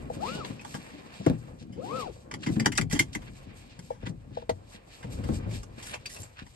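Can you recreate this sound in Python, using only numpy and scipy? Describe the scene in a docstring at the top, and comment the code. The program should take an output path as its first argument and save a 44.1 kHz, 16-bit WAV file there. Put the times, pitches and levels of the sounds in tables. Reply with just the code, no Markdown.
"""Seat belt in a parked car

A driver pulls a seat belt out twice, fumbles the tongue into the buckle and settles back.
The ribs of the webbing whine over the guide loop as tones locked to belt speed; cloth, webbing and seat
move as filtered grainy noise, and scuffs as short noise swells. The metal tongue, plastic trim and cabin
answer blows as decaying modes, and thumps add a pitched push; two microphone ports listen."""
import sys
import numpy as np
from scipy import signal
from scipy.fft import rfft, irfft, next_fast_len
from scipy.io import wavfile

SR = 44100
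rng = np.random.default_rng(int(sys.argv[2]) if len(sys.argv) > 2 else 0)


def store_pcm(level_fs):
    """Save levels as 16-bit WAV."""
    pcm = np.round(np.clip(level_fs, -1, 1) * 32767).astype(np.int16)
    wavfile.write(sys.argv[1], SR, np.atleast_2d(pcm).T)


N = 288987   # length in samples


def amp(db):
    """Logarithmic level: decibels to amplitude gain."""
    return 10 ** (np.asarray(db) / 20)


def rms_one(x):
    """Normalisation: scales to an rms of 1."""
    return x / np.sqrt(np.mean(x ** 2) + 1e-20)


def at_hz(points, hz):
    """Interpolation: reads a table on a log-frequency axis."""
    p = np.array(points, float)
    return np.interp(np.log(hz + 1), np.log(p[:, 0] + 1), p[:, 1])


def drift(rate):
    """Slow random fluctuation: noise low-passed near rate in Hz, with a spread of 1."""
    r = np.exp(-40 * np.pi * rate / SR)   # two equal poles, at a twentieth of the sample rate
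    noise = rng.standard_normal(N // 20 + 2002)
    slow = signal.lfilter([1], [1, -2 * r, r * r], noise)[2000:]   # the filter has settled
    return np.interp(np.arange(N) / 20, np.arange(len(slow)), rms_one(slow))


def coloured(x, spectrum):
    """Spectral shaping: filters noise by a table of relative dB per Hz, to an rms of 1."""
    size = next_fast_len(N)
    hz = np.arange(size // 2 + 1) * SR / size
    return rms_one(irfft(rfft(x, size) * amp(at_hz(spectrum, hz)), size)[..., :N])


def ring(clicks, hz, t60):
    """Damped resonance: a unit click sets a sine of height 1 decaying by 60 dB in t60 seconds."""
    r, w = amp(-60 / (t60 * SR)), 2 * np.pi * hz / SR
    return signal.lfilter([0, np.sin(w)], [1, -2 * r * np.cos(w), r * r], clicks + 1e-18)


def sides(pan_db):
    """Level panning: left and right gains that differ by pan_db."""
    return amp(np.array([[.5], [-.5]]) * pan_db)


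def strikes(times, db, pan_db):
    """Impulsive excitation: one stereo click for each blow."""
    out = np.zeros((2, N))
    out[:, np.round(times * SR).astype(int)] = amp(db) * sides(np.atleast_1d(pan_db))
    return out


def struck(times, db, pan_db, modes, spread_db):
    """Modal excitation: each blow wakes each mode with a random strength; modes alternate in sign."""
    chance = rng.standard_normal((len(times), len(modes)))
    out = np.zeros((2, N))
    for k, (hz, level, t60) in enumerate(modes):
        blows = strikes(times, db + level + spread_db * chance[:, k], pan_db)
        out += (-1) ** k * ring(blows, hz, t60)
    return out


# Belt speed in each of two pulls. Each row: time in seconds, ribs per second (Hz).
BELT_PULLS = [
    [(0.185, 455), (0.263, 1035), (0.287, 1258), (0.329, 1423), (0.373, 1497), (0.403, 1370), (0.447, 956),
     (0.485, 480), (0.53, 302)],
    [(1.73, 198), (1.77, 386.4), (1.802, 536), (1.884, 951), (1.936, 1250), (1.972, 1348), (2.006, 1225),
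     (2.05, 953), (2.1, 447), (2.14, 246)],
]
FADE_S = .045   # the whine grows out of the rub and sinks back


def belt_speed(pull):
    """Kinematics: ribs per second through one pull, and a fade at its ends."""
    t, (s, hz) = np.arange(N) / SR, np.transpose(pull)
    fade = np.clip(np.minimum(t - s[0], s[-1] - t) / FADE_S, 0, 1)
    return np.interp(t, s, hz), fade


# The driver shifting. Each row: time in seconds, body rock, seat rumble, webbing rub
# and cloth rustle, all in dB.
DRIVER_SHIFTS = [(0.0, -44.5, -42, -51, -61.5), (0.33, -55, -44.5, -51, -55), (1.04, -65, -57, -72, -53),
                 (1.51, -46.5, -53, -56, -61), (1.75, -58, -48, -67.5, -74), (1.95, -58, -42.5, -41, -62),
                 (2.11, -47, -65, -59.5, -64), (2.37, -59, -47, -58.5, -80), (2.59, -63, -36, -59, -52.5),
                 (2.83, -33, -52, -87, -70), (2.97, -44, -48, -77, -62.5), (3.26, -48, -55, -62, -56.5),
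                 (3.781, -55.5, -57.5, -65.5, -58.5), (4.12, -47.5, -52.5, -61, -74.5),
                 (5.0, -58, -66, -67.5, -55.5), (5.101, -40, -46, -50.5, -58),
                 (5.24, -38, -41.5, -47.5, -49), (5.42, -34, -48, -54, -55.5), (5.55, -38, -42, -51, -53),
                 (5.64, -45.5, -53, -61, -59.5), (6.09, -56.5, -60.5, -59, -55),
                 (6.55, -57, -79, -96, -60.5)]
# Running belt at 1400 ribs per second; the exponent sets growth with speed.
BELT_SEAT_DB, BELT_RUB_DB, BELT_HISS_DB, BELT_POWER = -50, -51.5, -55, 1.02
BELT_RASP_DB = -51   # bright rasp at 1400 ribs per second
SHAKE_SEAT_DB, SHAKE_RUB_DB, SHAKE_T60_S = -15, -30.5, 0.16   # wake of a thump, relative to its level


def stirring():
    """Superposed drives: the driver's shifting, the running belt and the decaying wake of each thump."""
    s, *levels = np.transpose(DRIVER_SHIFTS)
    rock, seat, web, cloth = amp([np.interp(np.arange(N) / SR, s, c) for c in levels])
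    running = sum(fade * (hz / 1400) ** BELT_POWER for hz, fade in map(belt_speed, BELT_PULLS))
    at, db, *_ = np.transpose(SEAT_THUMPS)
    blows = strikes(at, db, 0)[0]
    wake = signal.lfilter([1], [1, -amp(-60 / (SHAKE_T60_S * SR))], blows + 1e-18)
    seat = seat + amp(BELT_SEAT_DB) * running + amp(SHAKE_SEAT_DB) * wake
    web = web + amp(BELT_RUB_DB) * running + amp(SHAKE_RUB_DB) * wake
    cloth = cloth + amp(BELT_HISS_DB) * running
    return rock, seat, web, cloth, amp(BELT_RASP_DB) * running ** 2


def friction(spectrum, grains_per_s, grain_db, flicker_db, flicker_hz, diffuse_db):
    """Stick-slip friction: fibres slip as noise plus uneven grains, partly from one place, partly diffuse."""
    sizes = amp(3.1 * np.minimum(rng.exponential(1, N), 3.0)) * rng.choice([-1, 1], N)
    slips = rng.random(N) < grains_per_s * amp(4.0 * drift(10)) / SR
    near = rng.standard_normal(N) + amp(grain_db) * rms_one(sizes * slips)
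    spread = near + amp(diffuse_db) * rng.standard_normal((2, N))
    return rms_one(coloured(spread, spectrum) * amp(flicker_db * drift(flicker_hz)))


# Noise spectra of body rock, seat rumble, webbing rub and cloth rustle.
# Each row: frequency in Hz, relative level in dB per Hz.
ROCK_SPECTRUM = [(15, -31.5), (35, -12), (60, -13.5), (95, -13.5), (140, -17.5), (300, -74), (1000, -120)]
RUMBLE_SPECTRUM = [(12, -42.5), (45, -18), (114, -9), (151, -4), (215, -4.5), (316, -8), (397, -19),
                   (535, -34.5), (780, -22.5), (1320, -120)]
RUB_SPECTRUM = [(180, -32), (300, -9), (341, -6.5), (522, -0.5), (654, -9.5), (1200, -15), (2400, -28.5),
                (5000, -75)]
RUSTLE_SPECTRUM = [(710, 3), (1200, -3), (1500, -6.5), (2380, -2), (3710, -7.5), (4660, -7.5),
                   (5910, -12.5), (8280, -9), (9140, -13.5), (10100, -42.5), (11700, -8.5), (12100, -57.5),
                   (12800, -68.5), (16600, -89), (22000, -120)]
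# Stereo balance. Each row: frequency in Hz, left minus right in dB.
STEREO_TILT = [(60, 1), (170, 4), (510, 3), (1480, 0.5), (4320, -1.5), (12600, 1)]
CLOTH_EDGES_HZ, CLOTH_PATCHY_DB = (1100, 1600, 2100, 2700, 3500, 5500), 5.0   # bands swell on their own
HISS_DB = -70.5   # steady hiss of the quiet cabin, before the stereo tilt


def movement():
    """Amplitude-modulated friction: seat, webbing and cloth noise follow the driver's effort."""
    rock, seat, web, cloth, rasp = stirring()
    rustle = friction(RUSTLE_SPECTRUM, 500, 1.5, flicker_db=2.0, flicker_hz=8, diffuse_db=4.0)
    below = [0]
    for hz in CLOTH_EDGES_HZ:
        below.append(signal.sosfilt(signal.butter(2, hz, fs=SR, output="sos"), rustle))
    below.append(rustle)
    bands = [high - low for low, high in zip(below, below[1:])]
    patchy = sum(band * amp(CLOTH_PATCHY_DB * drift(5.8)) for band in bands)

    out = rock * coloured(rng.standard_normal(N), ROCK_SPECTRUM)
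    out = out + seat * friction(RUMBLE_SPECTRUM, 90, -2.5, flicker_db=0.6, flicker_hz=27, diffuse_db=-6.0)
    out = out + web * friction(RUB_SPECTRUM, 120, 0.0, flicker_db=2.0, flicker_hz=10.0, diffuse_db=5.5)
    out = out + cloth * patchy + rasp * rms_one(bands[-2])   # the rasp lies in the highest closed band
    out = out + amp(HISS_DB) * coloured(rng.standard_normal((2, N)), RUSTLE_SPECTRUM)
    size = next_fast_len(N)
    tilt = sides(at_hz(STEREO_TILT, np.arange(size // 2 + 1) * SR / size))
    return irfft(rfft(out, size) * tilt, size)[:, :N]


# Knocks on plastic trim. Each row: start in seconds, blow level in dB.
TRIM_KNOCKS = [(0.1, -24), (0.745, -38), (1.207, -39.5), (1.266, -17.5), (1.301, -29), (2.659, -29),
               (3.904, -22.5), (4.028, -38), (4.37, -23.5), (4.423, -36.5), (4.494, -20.5), (4.742, -48),
               (5.045, -39), (5.289, -35), (5.779, -46)]
# Modes of the trim. 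Each row: frequency in Hz, level in dB, 60 dB decay time in seconds.
TRIM_MODES = [(478.5, -1, 0.056), (536, -3, 0.047), (642, -4.5, 0.086), (780, 3, 0.012), (872, -2, 0.036),
              (1120, -25.5, 0.0023)]


def knocks():
    """Modal synthesis: hollow plastic answers each blow with dull, short modes."""
    s, db = np.transpose(TRIM_KNOCKS)
    return struck(s, db, 6, TRIM_MODES, spread_db=2.5)   # 6 dB to the left


# Thumps into seat and console. Each row: start in seconds, blow level in dB, pitch in Hz,
# 60 dB decay time in seconds.
SEAT_THUMPS = [(0.109, -45, 244, 0.1), (0.164, -29, 284, 0.22), (0.5, -23.5, 193, 0.12),
               (0.744, -27.5, 201, 0.21), (0.933, -37, 291.6, 0.35), (1.198, -26.5, 196, 0.15),
               (1.264, -4, 304, 0.046), (1.299, -8.5, 121.7, 0.14), (1.613, -36, 144, 0.39),
               (1.695, -34.5, 191, 0.33), (2.332, -25, 205, 0.058), (2.467, -15.5, 300.4, 0.13),
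               (2.48, -21, 163, 0.2), (2.5, -19, 252, 0.067), (2.564, -15, 222, 0.2),
               (2.605, -17, 225.4, 0.14), (2.663, -17, 304, 0.16), (2.787, -9.5, 228, 0.065),
               (2.825, -21.5, 118.6, 0.26), (2.93, -15, 287, 0.14), (2.932, -16.5, 175, 0.11),
               (3.001, -14, 326, 0.051), (3.158, -22, 300, 0.078), (3.283, -33, 115, 0.23),
               (3.469, -34.5, 182, 0.15), (3.785, -33, 176, 0.19), (4.031, -25.5, 104.7, 0.32),
               (4.067, -27.5, 177, 0.19), (4.094, -22, 161, 0.063), (4.309, -32, 138, 0.12),
               (4.511, -27, 95.2, 0.32), (4.748, -36, 132, 0.038), (5.044, -29, 205, 0.15),
               (5.189, -26, 109.4, 0.36), (5.246, -21.5, 70.5, 0.18), (5.29, -11, 220, 0.15),
               (5.304, -36, 160, 0.078), (5.319, -22, 91.7, 0.56), (5.398, -33, 203, .3),
               (5.459, -24.5, 108.7, 0.71), (5.779, -32, 201, 0.094), (6.195, -30, 96, 0.19),
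               (6.419, -30.5, 120, 0.057)]
# Low modes of the cabin. Each row: frequency in Hz, level in dB, 60 dB decay time in seconds.
CABIN_MODES = [(86, -5.5, 0.19), (118.04, -1.5, 0.32), (159.6, -9, 0.48), (251.4, -1, 0.021),
               (332, -8.5, 0.049)]
CABIN_DB, CABIN_PAN_DB = -20, 9.0   # mode level; spread of balance between the two ports
THUMP_RISE_S, THUMP_PAN_DB, CRUSH_DB = 0.004, 5.5, -9.5   # padding noise is at CRUSH_DB for a 300 Hz thump


def thumps():
    """Soft impact: a push rings at its own pitch, crushes the padding and wakes the cabin modes."""
    s, db, *_ = np.transpose(SEAT_THUMPS)
    pans = THUMP_PAN_DB + CABIN_PAN_DB * rng.standard_normal(len(s))
    out = amp(CABIN_DB) * struck(s, db, pans, CABIN_MODES, spread_db=5.0)
    t = np.arange(SR // 3) / SR
    soft_band = signal.butter(2, [150, 400], "band", fs=SR, output="sos")
    padding = rms_one(signal.sosfilt(soft_band, rng.standard_normal(N)))
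    for at, level, hz, t60 in SEAT_THUMPS:
        i = round(at * SR)
        rise = np.minimum(t / THUMP_RISE_S, 1)
        shape = (rise * amp(level - 6.0 - 60 * t / max(t60, .02)))[:N - i]
        part = slice(i, i + len(shape))
        push = np.sin(2 * np.pi * hz * t)[:N - i]
        crush = amp(CRUSH_DB) * hz / 300 * padding[part]
        out[:, part] += sides(THUMP_PAN_DB) * shape * (push + crush)
    return signal.sosfilt(signal.butter(4, 480, fs=SR, output="sos"), out)


# Spectral lines of the weave; its pattern repeats every fifth rib.
# Each row: multiple of the rib rate, level in dB.
WEAVE_LINES = [(.2, -8), (.4, -3), (.6, -14), (.8, -5), (1.001, 10), (2.001, 3), (3.001, -12)]
# Whine of each pull. Each row: level at start in dB, level at end in dB, weave pattern gain in dB.
PULL_WHINES = [(-42.5, -67, -10), (-53.5, -51, -3.5)]
# Resonance of the guide loop and pillar trim. 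Each row: frequency in Hz, gain in dB.
LOOP_RESONANCE = [(200, 5.5), (380, 7), (500, 16), (650, 2.5), (830, 10), (1020, 1.5), (1280, 3.5),
                  (1480, -9), (1900, -12), (2600, -8), (3000, -4), (4500, -1)]
WHINE_ROUGH_DB = 2.5   # spread of each line's wavering
OVERTONE_DB_PER_OCTAVE = 10.0   # with belt speed, about 1400 ribs per second


def belt_whine():
    """Periodic excitation: ribs pass the loop, so pitch follows belt speed; the weave adds weaker lines."""
    out, wobble, rough = np.zeros(N), drift(60), [drift(40) for _ in WEAVE_LINES]
    for pull, (start_db, end_db, pattern_db) in zip(BELT_PULLS, PULL_WHINES):
        speed, fade = belt_speed(pull)
        on = fade > 0
        speed = speed[on]
        phase = 2 * np.pi * np.cumsum(speed * (1 + 0.00098 * wobble[on])) / SR
        sharp_db = OVERTONE_DB_PER_OCTAVE * np.log2(speed / 1400)   # faster ribs strike more sharply
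        lines = 0
        for (k, level), uneven in zip(WEAVE_LINES, rough):
            line_db = level + at_hz(LOOP_RESONANCE, k * speed) + WHINE_ROUGH_DB * uneven[on]
            line_db = line_db + pattern_db * (k < 1) + sharp_db * (k > 1)
            lines = lines + amp(line_db) * np.sin(k * phase)
        swell = amp(np.linspace(start_db, end_db, len(speed)))
        out[on] = np.sqrt(2) * fade[on] * swell * lines
    return out


# Contacts of tongue, buckle and belt hardware. Each row: start in seconds, level in dB,
# clatter 60 dB decay time in seconds, treble gain of the clatter in dB, ring gain in dB,
# clack pitch in Hz, clack gain in dB.
HARD_CONTACTS = [(0.4459, -27.5, 0.019, -21, -17, 3860, -29), (0.5, -40, 0.065, -11, -16, 1780, -55),
                 (0.592, -41, 0.029, -13, -1, 2520, -38.5), (0.61, -41, .05, 7, -3, 2260, -47),
                 (0.647, -29.5, 0.02, 1, -24, 2150, -56), (0.74, -28.5, 0.09, 0, -9, 1667, -38.5),
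                 (1.263, -24, 0.013, 0, -29, 1200, -16.5), (1.721, -60.5, 0.21, 14.5, 13.5, 3020, -59),
                 (2.3116, -29, 0.013, 5, 3, 2140, -25), (2.3376, -24.5, 0.012, 6, -1, 2250, -27.5),
                 (2.4615, -30, 0.092, -1, 3.5, 2060, -32.5), (2.596, -26, 0.019, 13.5, 3.5, 2110, -23.5),
                 (2.62, -38, .04, -10, 6, 2050, -39), (2.645, -37, .04, 0, 1, 2300, -41),
                 (2.6575, -14.5, 0.011, 12.5, -2.5, 1890, -7.5), (2.7187, -31, 0.03, 13.5, 9.5, 2060, -28),
                 (2.7502, -39.5, 0.063, 13, 10, 2100, -43), (2.78, -12, 0.015, -15, -8, 2080, -11.5),
                 (2.8102, -26, 0.014, 13.5, 4.5, 2130, -16.5), (2.8968, -46, 0.16, 16.5, -12, 2100, -44),
                 (2.91, -36, 0.036, 13, 0, 1940, -30), (2.9234, -28, 0.061, 16, -9, 1990, -27.5),
                 (2.9472, -34, 0.21, 7.5, 5.5, 2076, -41), (2.9912, -18, 0.037, 17, 1.5, 2115, -12.5),
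                 (3.0212, -38, 0.035, 13, 7, 2080, -40), (3.1482, -25.5, 0.032, 8.5, -14, 2110, -25.5),
                 (3.2174, -41.5, 0.044, -7, -11, 2100, -53), (3.7896, -43, 0.018, 13.5, 10, 1690, -40),
                 (3.902, -48.5, 0.39, 2, -10, 2250, -64), (4.0622, -29.5, 0.032, -14, -35, 1780, -52),
                 (4.4928, -21, 0.02, 0, -7, 4260, -28.5), (5.0264, -35.5, 0.083, -6, -18, 2010, -52),
                 (5.238, -34, 0.04, 4, -9, 2110, -53), (5.5092, -44, 0.03, 9, -15, 2300, -46),
                 (5.63, -34, 0.021, 6.5, -13, 2100, -68), (5.8242, -39, 0.1, 13, 6, 7770, -42),
                 (5.937, -30, 0.077, 4.5, -2, 2660, -37), (6.055, -50, 0.015, 16, -10, 2600, -26),
                 (6.058, -43.5, 0.029, 23, -10, 4700, -29.5), (6.0955, -53, 0.1, 22, 11.5, 1950, -52),
                 (6.161, -52, 0.045, 21.5, 13, 2645, -38), (6.229, -41.5, 0.016, -1, -7, 7600, -32),
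                 (6.463, -43, 0.03, 3, -3, 2200, -56)]
# Modes of the metal. Each row: frequency in Hz, level in dB, undamped 60 dB decay time in seconds.
METAL_MODES = [(1250, -28, 0.05), (1675, -8.5, 0.028), (2067, 10.5, 0.0035), (2140, -2.5, 0.036),
               (2983, -11.5, 0.061), (3242, -6, 0.07), (4690, -13, 0.055), (5130, -8, 0.068),
               (5860, -19, 0.052), (6950, -15, 0.04), (7590, -18, 0.05), (7720, -25, 0.038),
               (8200, -15, 0.04)]
# Noise spectrum of the clatter. Each row: frequency in Hz, relative level in dB per Hz.
CLATTER_SPECTRUM = [(530, -7), (900, 7), (1330, -1.5), (2120, -5), (2610, -12), (3230, -4.5), (3810, -15.5),
                    (4820, -12.5), (6570, -12), (7940, -17), (11100, -22), (12200, -24), (12800, -62),
                    (16600, -96), (22000, -120)]
CLATTER_DB, RING_DB, RATTLES_PER_S = -7.5, -17.5, 1100
CLICK_RISE_S, CLICK_PAN_DB = 0.0035, 2.0   # onset time; spread of place
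TOUCH_DB = -6   # the main touch against the rattles around it
CLACK_T60_S, CLACK_SHARE = .035, .6   # longest clack decay; share of the clatter's decay
TURN_DB = 4.0   # how unevenly the modes are hit
HAND_DAMPING_S = .045   # the grip holds every metal decay within this time


def clicks():
    """Hard contact: loose clatter swells and dies; the main touch and tiny rattles ring the modes."""
    noise = coloured(rng.standard_normal(N), CLATTER_SPECTRUM)
    treble = signal.sosfilt(signal.butter(2, 3500, "high", fs=SR, output="sos"), noise)
    rattles = rng.standard_normal(N) * (rng.random(N) < RATTLES_PER_S / SR)
    out, drive, t = np.zeros((2, N)), np.zeros((2, N)), np.arange(SR // 7) / SR
    touch = round(CLICK_RISE_S * SR)   # the main touch falls at the top of the swell
    rise, after = np.minimum(t / CLICK_RISE_S, 1), np.maximum(t - CLICK_RISE_S, 0)
    for at, level, t60, bright_db, ring_db, clack_hz, clack_db in HARD_CONTACTS:
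        i, place = round(at * SR), sides(CLICK_PAN_DB * rng.standard_normal())
        shape = (rise * amp(level - 60 * after / max(t60, .01)))[:N - i]
        part = slice(i, i + len(shape))
        clatter = noise[part] + (amp(bright_db) - 1) * treble[part]
        out[:, part] += place * amp(CLATTER_DB) * shape * clatter
        # the part hit most squarely rings out as the clack
        nudge = shape / amp(level) * rattles[part] * 0.47
        nudge[touch] += amp(TOUCH_DB)
        out[:, part] += place * amp(clack_db) * ring(nudge, clack_hz, min(CLACK_T60_S, CLACK_SHARE * t60))
        drive[:, part] += place * amp(ring_db) * shape * rattles[part]
        drive[:, i + touch] += place[:, 0] * amp(level + ring_db + TOUCH_DB)
    for k, (hz, db, t60) in enumerate(METAL_MODES):
        uneven = drive * amp(TURN_DB * drift(7.7))   # hit more or less squarely as the tongue turns
        out += amp(RING_DB + db) * (-1) ** k * ring(uneven, hz, min(t60, HAND_DAMPING_S))
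    return out


# Scuffs of webbing, cloth and sliding parts. Each row: middle in seconds, level in dB,
# half length (Gaussian width) in seconds, centre frequency in Hz.
SHORT_SCUFFS = [(0.813, -53.5, 0.017, 2140), (1.07, -59, 0.015, 297), (1.275, -48, 0.027, 2880),
                (1.613, -56, 0.018, 3300), (2.437, -38, 0.0059, 1860), (2.455, -47.5, 0.031, 3270),
                (2.563, -45.5, 0.005, 1990), (2.782, -24.5, 0.0043, 5100), (2.919, -40.5, 0.0059, 5150),
                (3.138, -42.5, 0.0067, 3880), (3.279, -50, 0.013, 1700), (4.029, -52.5, 0.014, 1780),
                (4.071, -44, 0.0098, 2010), (4.095, -53, 0.01, 4640), (4.376, -54.5, 0.033, 2290),
                (4.616, -57, 0.038, 506), (4.748, -54, 0.018, 2370), (5.55, -59, 0.044, 2280),
                (5.79, -46.5, 0.0083, 1820), (5.884, -44.5, 0.032, 5700), (5.893, -42.5, 0.027, 2300),
                (5.942, -39.5, 0.008, 1720), (5.943, -41.5, 0.013, 780), (6.133, -44, 0.023, 7250),
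                (6.17, -50.5, 0.027, 546), (6.21, -46.5, 0.016, 7440), (6.396, -44.5, 0.019, 1670),
                (6.43, -63, .008, 2180)]
SCUFF_OCTAVES, SCUFF_GRAIN_DB = 0.84, 4.0   # band edges either side of the centre; spread of the grain


def scuffs():
    """Band-limited friction: each short slide is a swell of grainy noise around its own colour."""
    noise = rng.standard_normal((2, N)) * amp(SCUFF_GRAIN_DB * drift(250))
    grainy = noise[0] + 0.4 * noise[1] * [[1], [-1]]   # shared part plus an opposed part
    out, half = np.zeros((2, N)), SR // 10
    t = np.arange(-half, half) / SR
    for at, db, width, hz in SHORT_SCUFFS:
        part = slice(round(at * SR) - half, round(at * SR) + half)
        edges = np.clip(hz * 2 ** (SCUFF_OCTAVES * np.array([-1, 1])), 100, 15000)
        band_pass = signal.butter(2, edges, "band", fs=SR, output="sos")
        band = rms_one(signal.sosfilt(band_pass, grainy[:, part]))
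        out[:, part] += amp(db) * np.exp(-.5 * (t / width) ** 2) * band
    return out


ECHO_T60_S = 0.07


def ports(x, lead, echo_db):
    """Phase difference: path difference to two ports, and comb echoes off glass and roof."""
    size = next_fast_len(N + SR // 2)
    hz = np.arange(size // 2 + 1) * SR / size
    lags = rng.uniform(.002, .009, (6, 2, 1))   # seconds; each port has its own
    echoes = 0
    for k, lag in enumerate(lags):
        loop_gain = amp(-60 * lag / ECHO_T60_S) * np.exp(-2j * np.pi * hz * lag)
        echoes = echoes + (-1) ** k / (1 - loop_gain)
    direct = np.exp(1j * np.array([[0], [-1]]) * np.interp(hz, *np.transpose(lead)))
    return irfft(rfft(x, size) * (direct + amp(echo_db) * echoes), size)[:, :N]


# Phase lead of the left port for sounds near the shoulder, at the loop and near the hip.
# Each row: frequency in Hz, lead in radians.
SHOULDER_LEAD = [(0, 0), (780, 2.5), (1290, 3.4), (1720, 0.4), (3010, 9.2), (4910, 12.8), (5770, 15.8),
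                 (6370, 16.0), (7060, 12.8), (8870, 12.4), (9220, 9.7), (10900, 9.2), (11300, 6.3),
                 (12700, 6.2)]
LOOP_LEAD = [(0, 0), (260, -.1), (1810, -9.4), (5000, -24.0)]
HIP_LEAD = [(0, 0), (1210, 3.9), (1640, 0.3), (2500, -0.1), (3270, -2.0), (3620, -0.3), (4310, -5.7),
            (4910, -6.1), (5680, -3.5), (6460, -3.1), (7580, -5.7), (10600, -10.0), (11500, -12.3),
            (12700, -12.9)]
SHOULDER_ECHO_DB, BUCKLE_ECHO_DB, SEAT_ECHO_DB = -15, -8, -20


def scene():
    """Superposition: cloth, scuffs and trim near the shoulder, the pillar loop, buckle and seat near the hip."""
    upper = movement() + scuffs() + knocks()
    loop = belt_whine() * sides(11.5)
    out = ports(upper, SHOULDER_LEAD, SHOULDER_ECHO_DB)
    out = out + ports(loop, LOOP_LEAD, SHOULDER_ECHO_DB)
    out = out + ports(clicks(), HIP_LEAD, BUCKLE_ECHO_DB)
    return out + ports(thumps(), HIP_LEAD, SEAT_ECHO_DB)


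MIC_LOW_HZ, CUTOFF_HZ = 37.3, 13400


def record(dry):
    """Band limiting: the microphone loses the deepest bass; the top is cut steeply."""
    thin = signal.sosfilt(signal.butter(2, MIC_LOW_HZ, "high", fs=SR, output="sos"), dry)
    return signal.sosfilt(signal.cheby2(12, 70, CUTOFF_HZ, fs=SR, output="sos"), thin)


dry = scene()
out = record(dry)
store_pcm(out)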